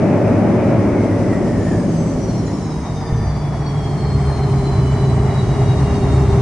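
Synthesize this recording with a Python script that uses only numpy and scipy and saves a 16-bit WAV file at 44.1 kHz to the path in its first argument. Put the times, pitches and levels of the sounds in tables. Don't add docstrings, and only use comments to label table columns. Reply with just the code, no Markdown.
import sys
import numpy as np
from scipy import signal
from scipy.fft import rfft, irfft
from scipy.io import wavfile
from scipy.ndimage import map_coordinates

SR = 44100
rng = np.random.default_rng(int(sys.argv[2]) if len(sys.argv) > 2 else 0)


def store_wav(level_fs):
    pcm = np.round(np.clip(np.atleast_2d(level_fs), -1, 1) * 32767)
    wavfile.write(sys.argv[1], SR, pcm.T.astype(np.int16))


N = 282681
TIME = np.arange(N) / SR


# pitch_hz, level_db
ROAR_SPECTRUM = [(50, -17), (80, -20), (102, 4.5), (140, -6), (195, 1), (250, -1.5), (400, -5.5),
                 (488, -12.5), (575, -4.5), (720, -15), (1000, -23), (1500, -29.5), (2250, -32),
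                 (3200, -48.5)]

def reverse_roar(start_db=-12, idle_db=-36, hold_s=0.69, treble_cut_s=2.44, close_s=2.57, settle_s=0.57):
    jet = turbulence(ROAR_SPECTRUM, buffet_db=0.33, buffet_hz=27)
    body = signal.sosfiltfilt(signal.butter(3, 400, fs=SR, output="sos"), jet)
    treble = (jet - body) * undb(-2.5 * after(hold_s) - 35 * after(treble_cut_s))
    reverse_db = start_db - 4.5 * after(hold_s)
    opening = np.exp(-after(close_s) / settle_s)
    return (body + treble) * undb(opening * reverse_db + (1 - opening) * idle_db)


# drop_hz, halfway_s, steepness
FAN_SLOWDOWN = [(900, .75, 6), (4298.6, 1.955, 3.067)]

def fan(idle_hz=4453.7, coast_hz_per_s=136.8, throb_period_s=0.338, throb_peak_s=1.0):
    extra_hz = sum(drop_hz / (1 + (TIME / halfway_s) ** steepness)
                   for drop_hz, halfway_s, steepness in FAN_SLOWDOWN)
    blade_hz = idle_hz - coast_hz_per_s * TIME + extra_hz
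    throb = np.cos(2 * np.pi * (TIME - throb_peak_s) / throb_period_s)
    whine = fan_whine(blade_hz, throb)
    gusts = undb(2.2 * flutter(55).real)
    return (whine + fan_buzz(blade_hz, throb)) * gusts


# pitch_ratio, fast_db, slow_db
BLADE_TONES = [(.742, -4, -4), (.848, -16, -17), (.906, -16, -16), (1, 0, 0), (1.106, -13, -12),
               (1.164, -14, -8.5), (1.26, -4, -9), (1.482, -16, -17), (1.742, -22, -15), (2, -18, -16)]

def fan_whine(blade_hz, throb, level_db=-48, throb_db=3.0, wander_db=3.2):
    speed = np.clip((blade_hz - 4000) / (6000 - 4000), 0, 1)
    haze = undb(np.interp(blade_hz, [4000, 6000, 7500], [-9, -5, 6]))
    whine = 0
    for ratio, fast_db, slow_db in BLADE_TONES:
        pitch_hz = ratio * blade_hz
        clear = diffuse_tone(pitch_hz, scatter=0.6, flutter_hz=36)
        blurred = diffuse_tone(pitch_hz, scatter=1, flutter_hz=320)
        sway_db = throb_db * (1 - speed / 2) * throb if ratio == 1 else wander_db * flutter(6.1).real
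        gain = undb(slow_db + speed * (fast_db - slow_db) + sway_db) * through_window(pitch_hz)
        whine = whine + (clear + haze * blurred) * gain
    fade_db = 6.5 * khz_above(blade_hz, 6170)
    return whine / np.sqrt(1 + haze ** 2) * undb(level_db - fade_db)


def fan_buzz(blade_hz, throb, level_db=-40, throb_db=2.4, loudest_at_hz=6750):
    fade_db = 37.5 * khz_above(loudest_at_hz, blade_hz) + 4 * khz_above(blade_hz, loudest_at_hz)
    buzz = tone(0.259 * blade_hz, scatter=1, flutter_hz=220)
    return buzz * undb(level_db - fade_db + throb_db * throb)


# time_s, level_db
RUMBLE_LEVELS = [(0, -38), (.7, -28), (1.4, -24), (2.6, -25.5), (3.2, -22.5), (4.5, -18.5), (6.41, -14.5)]
# pitch_hz, level_db
RUMBLE_SPECTRUM = [(18, -31), (30, -14), (48, -8), (62, -1), (85, -6.5), (105, 1.5), (150, -3), (190, -6.5),
                   (240, -10), (320, -13.5), (420, -13.5), (500, -27.5), (700, -37)]

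def runway_rumble(boom_hz=71.65, boom_db=-22.5):
    rumble = turbulence(RUMBLE_SPECTRUM, buffet_db=0.1, buffet_hz=14) * undb(over_time(RUMBLE_LEVELS))
    boom = tone(np.full(N, boom_hz), scatter=0.8, flutter_hz=7) * undb(boom_db)
    return rumble + boom * fade_in(full_s=4.0, db_per_s=60)


# times_shaft_speed, level_db
COMPRESSOR_TONES = [(48.5, -5), (56.1, -3), (64, -1.5)]

def engine_core(idle_hz, extra_hz, slowing_s, hum_db, gear_db, whistle_db):
    shaft_hz = idle_hz + extra_hz * np.exp(-TIME / slowing_s)
    gear_hz = 2.96 * shaft_hz
    hum = tone(shaft_hz, scatter=0.12, flutter_hz=12) * undb(hum_db) * through_cabin(shaft_hz)
    gears = tone(gear_hz, scatter=0.18, flutter_hz=6.8) * undb(gear_db) * through_cabin(gear_hz)
    whistles = 0
    for ratio, level_db in COMPRESSOR_TONES:
        whistle = diffuse_tone(ratio * shaft_hz, scatter=1, flutter_hz=30)
        whistles = whistles + whistle * undb(level_db) * through_window(ratio * shaft_hz)
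    return hum + gears + whistles * undb(whistle_db) * fade_in(full_s=4.2, db_per_s=17)


# start_s, level_db
GEAR_THUMPS = [(2.16, -12), (3.125, -5.5), (3.2, -9)]
# pitch_hz, level_db, ring_s
BODY_NOTES = [(61.3, 8.5, 1), (88, 4, 0.18), (106.8, 16.5, 0.38), (168, 1, .15), (347, -12, 0.13)]

def gear_thumps():
    return blows(GEAR_THUMPS, BODY_NOTES, crack_db=-49, crack_s=0.015)


# start_s, level_db
TRIM_KNOCKS = [(.159, -31), (.28, -28), (.643, -24), (1.112, -19), (1.33, -15.5), (1.551, -30),
               (2.479, -26), (4.423, -36), (5.372, -36), (6.011, -31)]
# pitch_hz, level_db, ring_s
PANEL_NOTES = [(410, -9, 0.061), (548, 10, 0.055), (860, -14, 0.063), (1280, -5.5, 0.065),
               (1850, -0.5, 0.13)]

def trim_knocks():
    return blows(TRIM_KNOCKS, PANEL_NOTES, crack_db=-26, crack_s=0.0088)


# pitch_hz, level_db
RUSH_SPECTRUM = [(300, -37), (500, -7), (600, 2.5), (780, 2.5), (950, -3), (1150, -4), (1550, -14.5),
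                 (1900, -13), (2250, -14.5), (2650, -26.5), (3500, -31), (5000, -50)]

def air_rush(steady_db=-23, start_below_db=22, grow_s=3.79):
    rush = turbulence(RUSH_SPECTRUM, buffet_db=1.27, buffet_hz=40)
    return rush * undb(steady_db - start_below_db * np.exp(-TIME / grow_s))


# time_s, level_db
HISS_LEVELS = [(0, -47), (.6, -47.5), (1.3, -45), (2.3, -44.5), (3.4, -48.5), (4.5, -45.5), (6.41, -43)]
# pitch_hz, level_db
HISS_SPECTRUM = [(1800, -32), (2900, 0.5), (3500, -3), (4200, -3.5), (5000, 0.5), (6200, -1.5), (7200, -7),
                 (8300, -7), (9500, -9), (11000, -13)]

def inlet_hiss():
    return turbulence(HISS_SPECTRUM, buffet_db=1.0, buffet_hz=21) * undb(over_time(HISS_LEVELS))


def tyre_chirp(pitch_hz=1800):
    squeal = tone(np.full(N, pitch_hz), scatter=0.82, flutter_hz=150)
    return squeal * held(start_s=3.06, end_s=3.24, level_db=-45, edge_db_per_s=220)


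def sagging_tone(start_s=2.55, start_hz=968, fall_hz_per_s=17):
    faint = tone(start_hz - fall_hz_per_s * after(start_s), scatter=0.37, flutter_hz=9)
    return faint * held(start_s, end_s=3.9, level_db=-45, edge_db_per_s=30)


# pitch_hz, level_db
EQUIPMENT_TONES = [(5615, -73), (6420, -70), (8450, -77), (9650, -80), (10428, -77)]

def cabin_whistles():
    whistles = sum(undb(level_db) * diffuse_tone(np.full(N, pitch_hz), scatter=0.8, flutter_hz=15)
                   for pitch_hz, level_db in EQUIPMENT_TONES)
    return whistles * fade_in(full_s=2.4, db_per_s=8)


# pitch_hz, gain_db
WINDOW_GAINS = [(3000, 2.5), (3300, -1), (3650, -2), (3750, 2), (4320, 2), (4480, -2), (4750, .5),
                (5300, -3), (6000, 3), (6500, -1), (8300, -2), (9500, -6), (11000, -13)]

def through_window(pitch_hz):
    return undb(np.interp(pitch_hz, *np.transpose(WINDOW_GAINS)))


# pitch_hz, half_width_hz, gain_db
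CABIN_NOTES = [(133, 7.5, 0), (145.6, 1.7, -11), (163.4, 5.4, -8.5), (398, 13.1, 0.5), (454.8, 3.1, -12)]

def through_cabin(pitch_hz):
    return sum(undb(gain_db) / (1 + ((pitch_hz - centre_hz) / half_width_hz) ** 2)
               for centre_hz, half_width_hz, gain_db in CABIN_NOTES)


# pitch_hz, difference_db
STEREO_WIDTH = [(60, -31.5), (110, -19), (190, -17.5), (330, -13), (590, -12.5), (1050, -9.5), (1860, -7.5),
                (3290, -4), (5820, -1), (10300, 1)]
# pitch_hz, left_db
STEREO_BALANCE = [(60, 0.5), (110, -0.52), (190, 0.79), (330, -1.6), (590, -0.64), (1050, 1.0),
                  (1860, 0.73), (3290, 0.54), (5820, -0.5), (10300, -2.0)]

def turbulence(spectrum, buffet_db, buffet_hz):
    hz = np.arange(N // 2 + 1) * SR / N + 1
    low_hz, high_hz = spectrum[0][0] / 2, spectrum[-1][0] * 1.25
    shape = undb(over_pitch(spectrum, hz)) / (1 + (hz / high_hz) ** 8) / (1 + (low_hz / hz) ** 2)
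    shared, difference = rfft(rng.standard_normal((2, N))) * shape
    sign = np.array([[1], [-1]])
    ears = shared + sign * difference * undb(over_pitch(STEREO_WIDTH, hz))
    noise = irfft(ears * undb(sign * over_pitch(STEREO_BALANCE, hz) / 2), N)
    return noise / noise.std() * undb(buffet_db * flutter(buffet_hz).real)


def blows(hits, notes, crack_db, crack_s):
    track, t = np.zeros((2, N + SR)), TIME[:SR]
    for start_s, level_db in hits:
        detunes = 1 + 0.036 * rng.standard_normal(len(notes))
        ring = sum(undb(note_db - 60 * t / ring_s) * np.sin(2 * np.pi * pitch_hz * detune * t)
                   for (pitch_hz, note_db, ring_s), detune in zip(notes, detunes))
        crack = rng.standard_normal((2, SR)) * np.exp(-t / crack_s) * undb(crack_db)
        start = int(start_s * SR)
        track[:, start:start + SR] += undb(level_db) * (ring / np.abs(ring).max() + crack)
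    return track[:, :N]


def flutter(rate_hz):
    points = rng.standard_normal((2, 4096))
    place = [TIME[::32] * rate_hz]
    real, imag = (np.interp(TIME, TIME[::32], map_coordinates(p, place, mode="wrap")) for p in points)
    return (real + 1j * imag) / np.sqrt(2)


def tone(pitch_hz, scatter, flutter_hz):
    gain = np.sqrt(1 - scatter ** 2) + scatter * flutter(flutter_hz)
    cycles = np.cumsum(pitch_hz) / SR + rng.random()
    return np.sqrt(2) * np.real(gain * np.exp(2j * np.pi * cycles))


def diffuse_tone(pitch_hz, scatter, flutter_hz):
    shared = 0.85 * tone(pitch_hz, scatter, flutter_hz)
    reflected = 0.55 * tone(pitch_hz, 0.99, flutter_hz)
    return np.array([shared + reflected, shared - reflected])


def undb(db):
    return 10 ** (np.asarray(db) / 20)


def over_time(points):
    return np.interp(TIME, *np.transpose(points))


def over_pitch(points, hz):
    pitch_hz, values = np.transpose(points)
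    return np.interp(np.log(hz), np.log(pitch_hz), values)


def lean(sound, left_db):
    return sound * undb(np.array([[left_db], [-left_db]]) / 2)


def after(start_s):
    return np.maximum(TIME - start_s, 0)


def fade_in(full_s, db_per_s):
    return undb(-db_per_s * np.maximum(full_s - TIME, 0))


def held(start_s, end_s, level_db, edge_db_per_s):
    return fade_in(start_s, edge_db_per_s) * undb(level_db - edge_db_per_s * after(end_s))


def khz_above(hz, limit_hz):
    return np.maximum(hz - limit_hz, 0) / 1000


def scene():
    touches = gear_thumps() + trim_knocks() + tyre_chirp()
    near_core = engine_core(idle_hz=112.4, extra_hz=94, slowing_s=3.245,
                            hum_db=-17, gear_db=-27.5, whistle_db=-53.5)
    far_core = engine_core(idle_hz=117.3, extra_hz=74, slowing_s=4.403,
                           hum_db=-19.5, gear_db=-23.5, whistle_db=-66)
    cores = lean(near_core + far_core, left_db=-0.5)
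    engines = lean(reverse_roar(), left_db=1.06) + fan() + inlet_hiss() + cores
    rolling = lean(runway_rumble() + air_rush(), left_db=0.4)
    return engines + rolling + touches + cabin_whistles() + sagging_tone()


def record(dry):
    rounded = dry / (1 + (dry / 0.8) ** 8) ** (1 / 8)
    return signal.sosfilt(signal.ellip(12, 0.1, 90, 11000, fs=SR, output="sos"), rounded)


dry = scene()
out = record(dry)
store_wav(out)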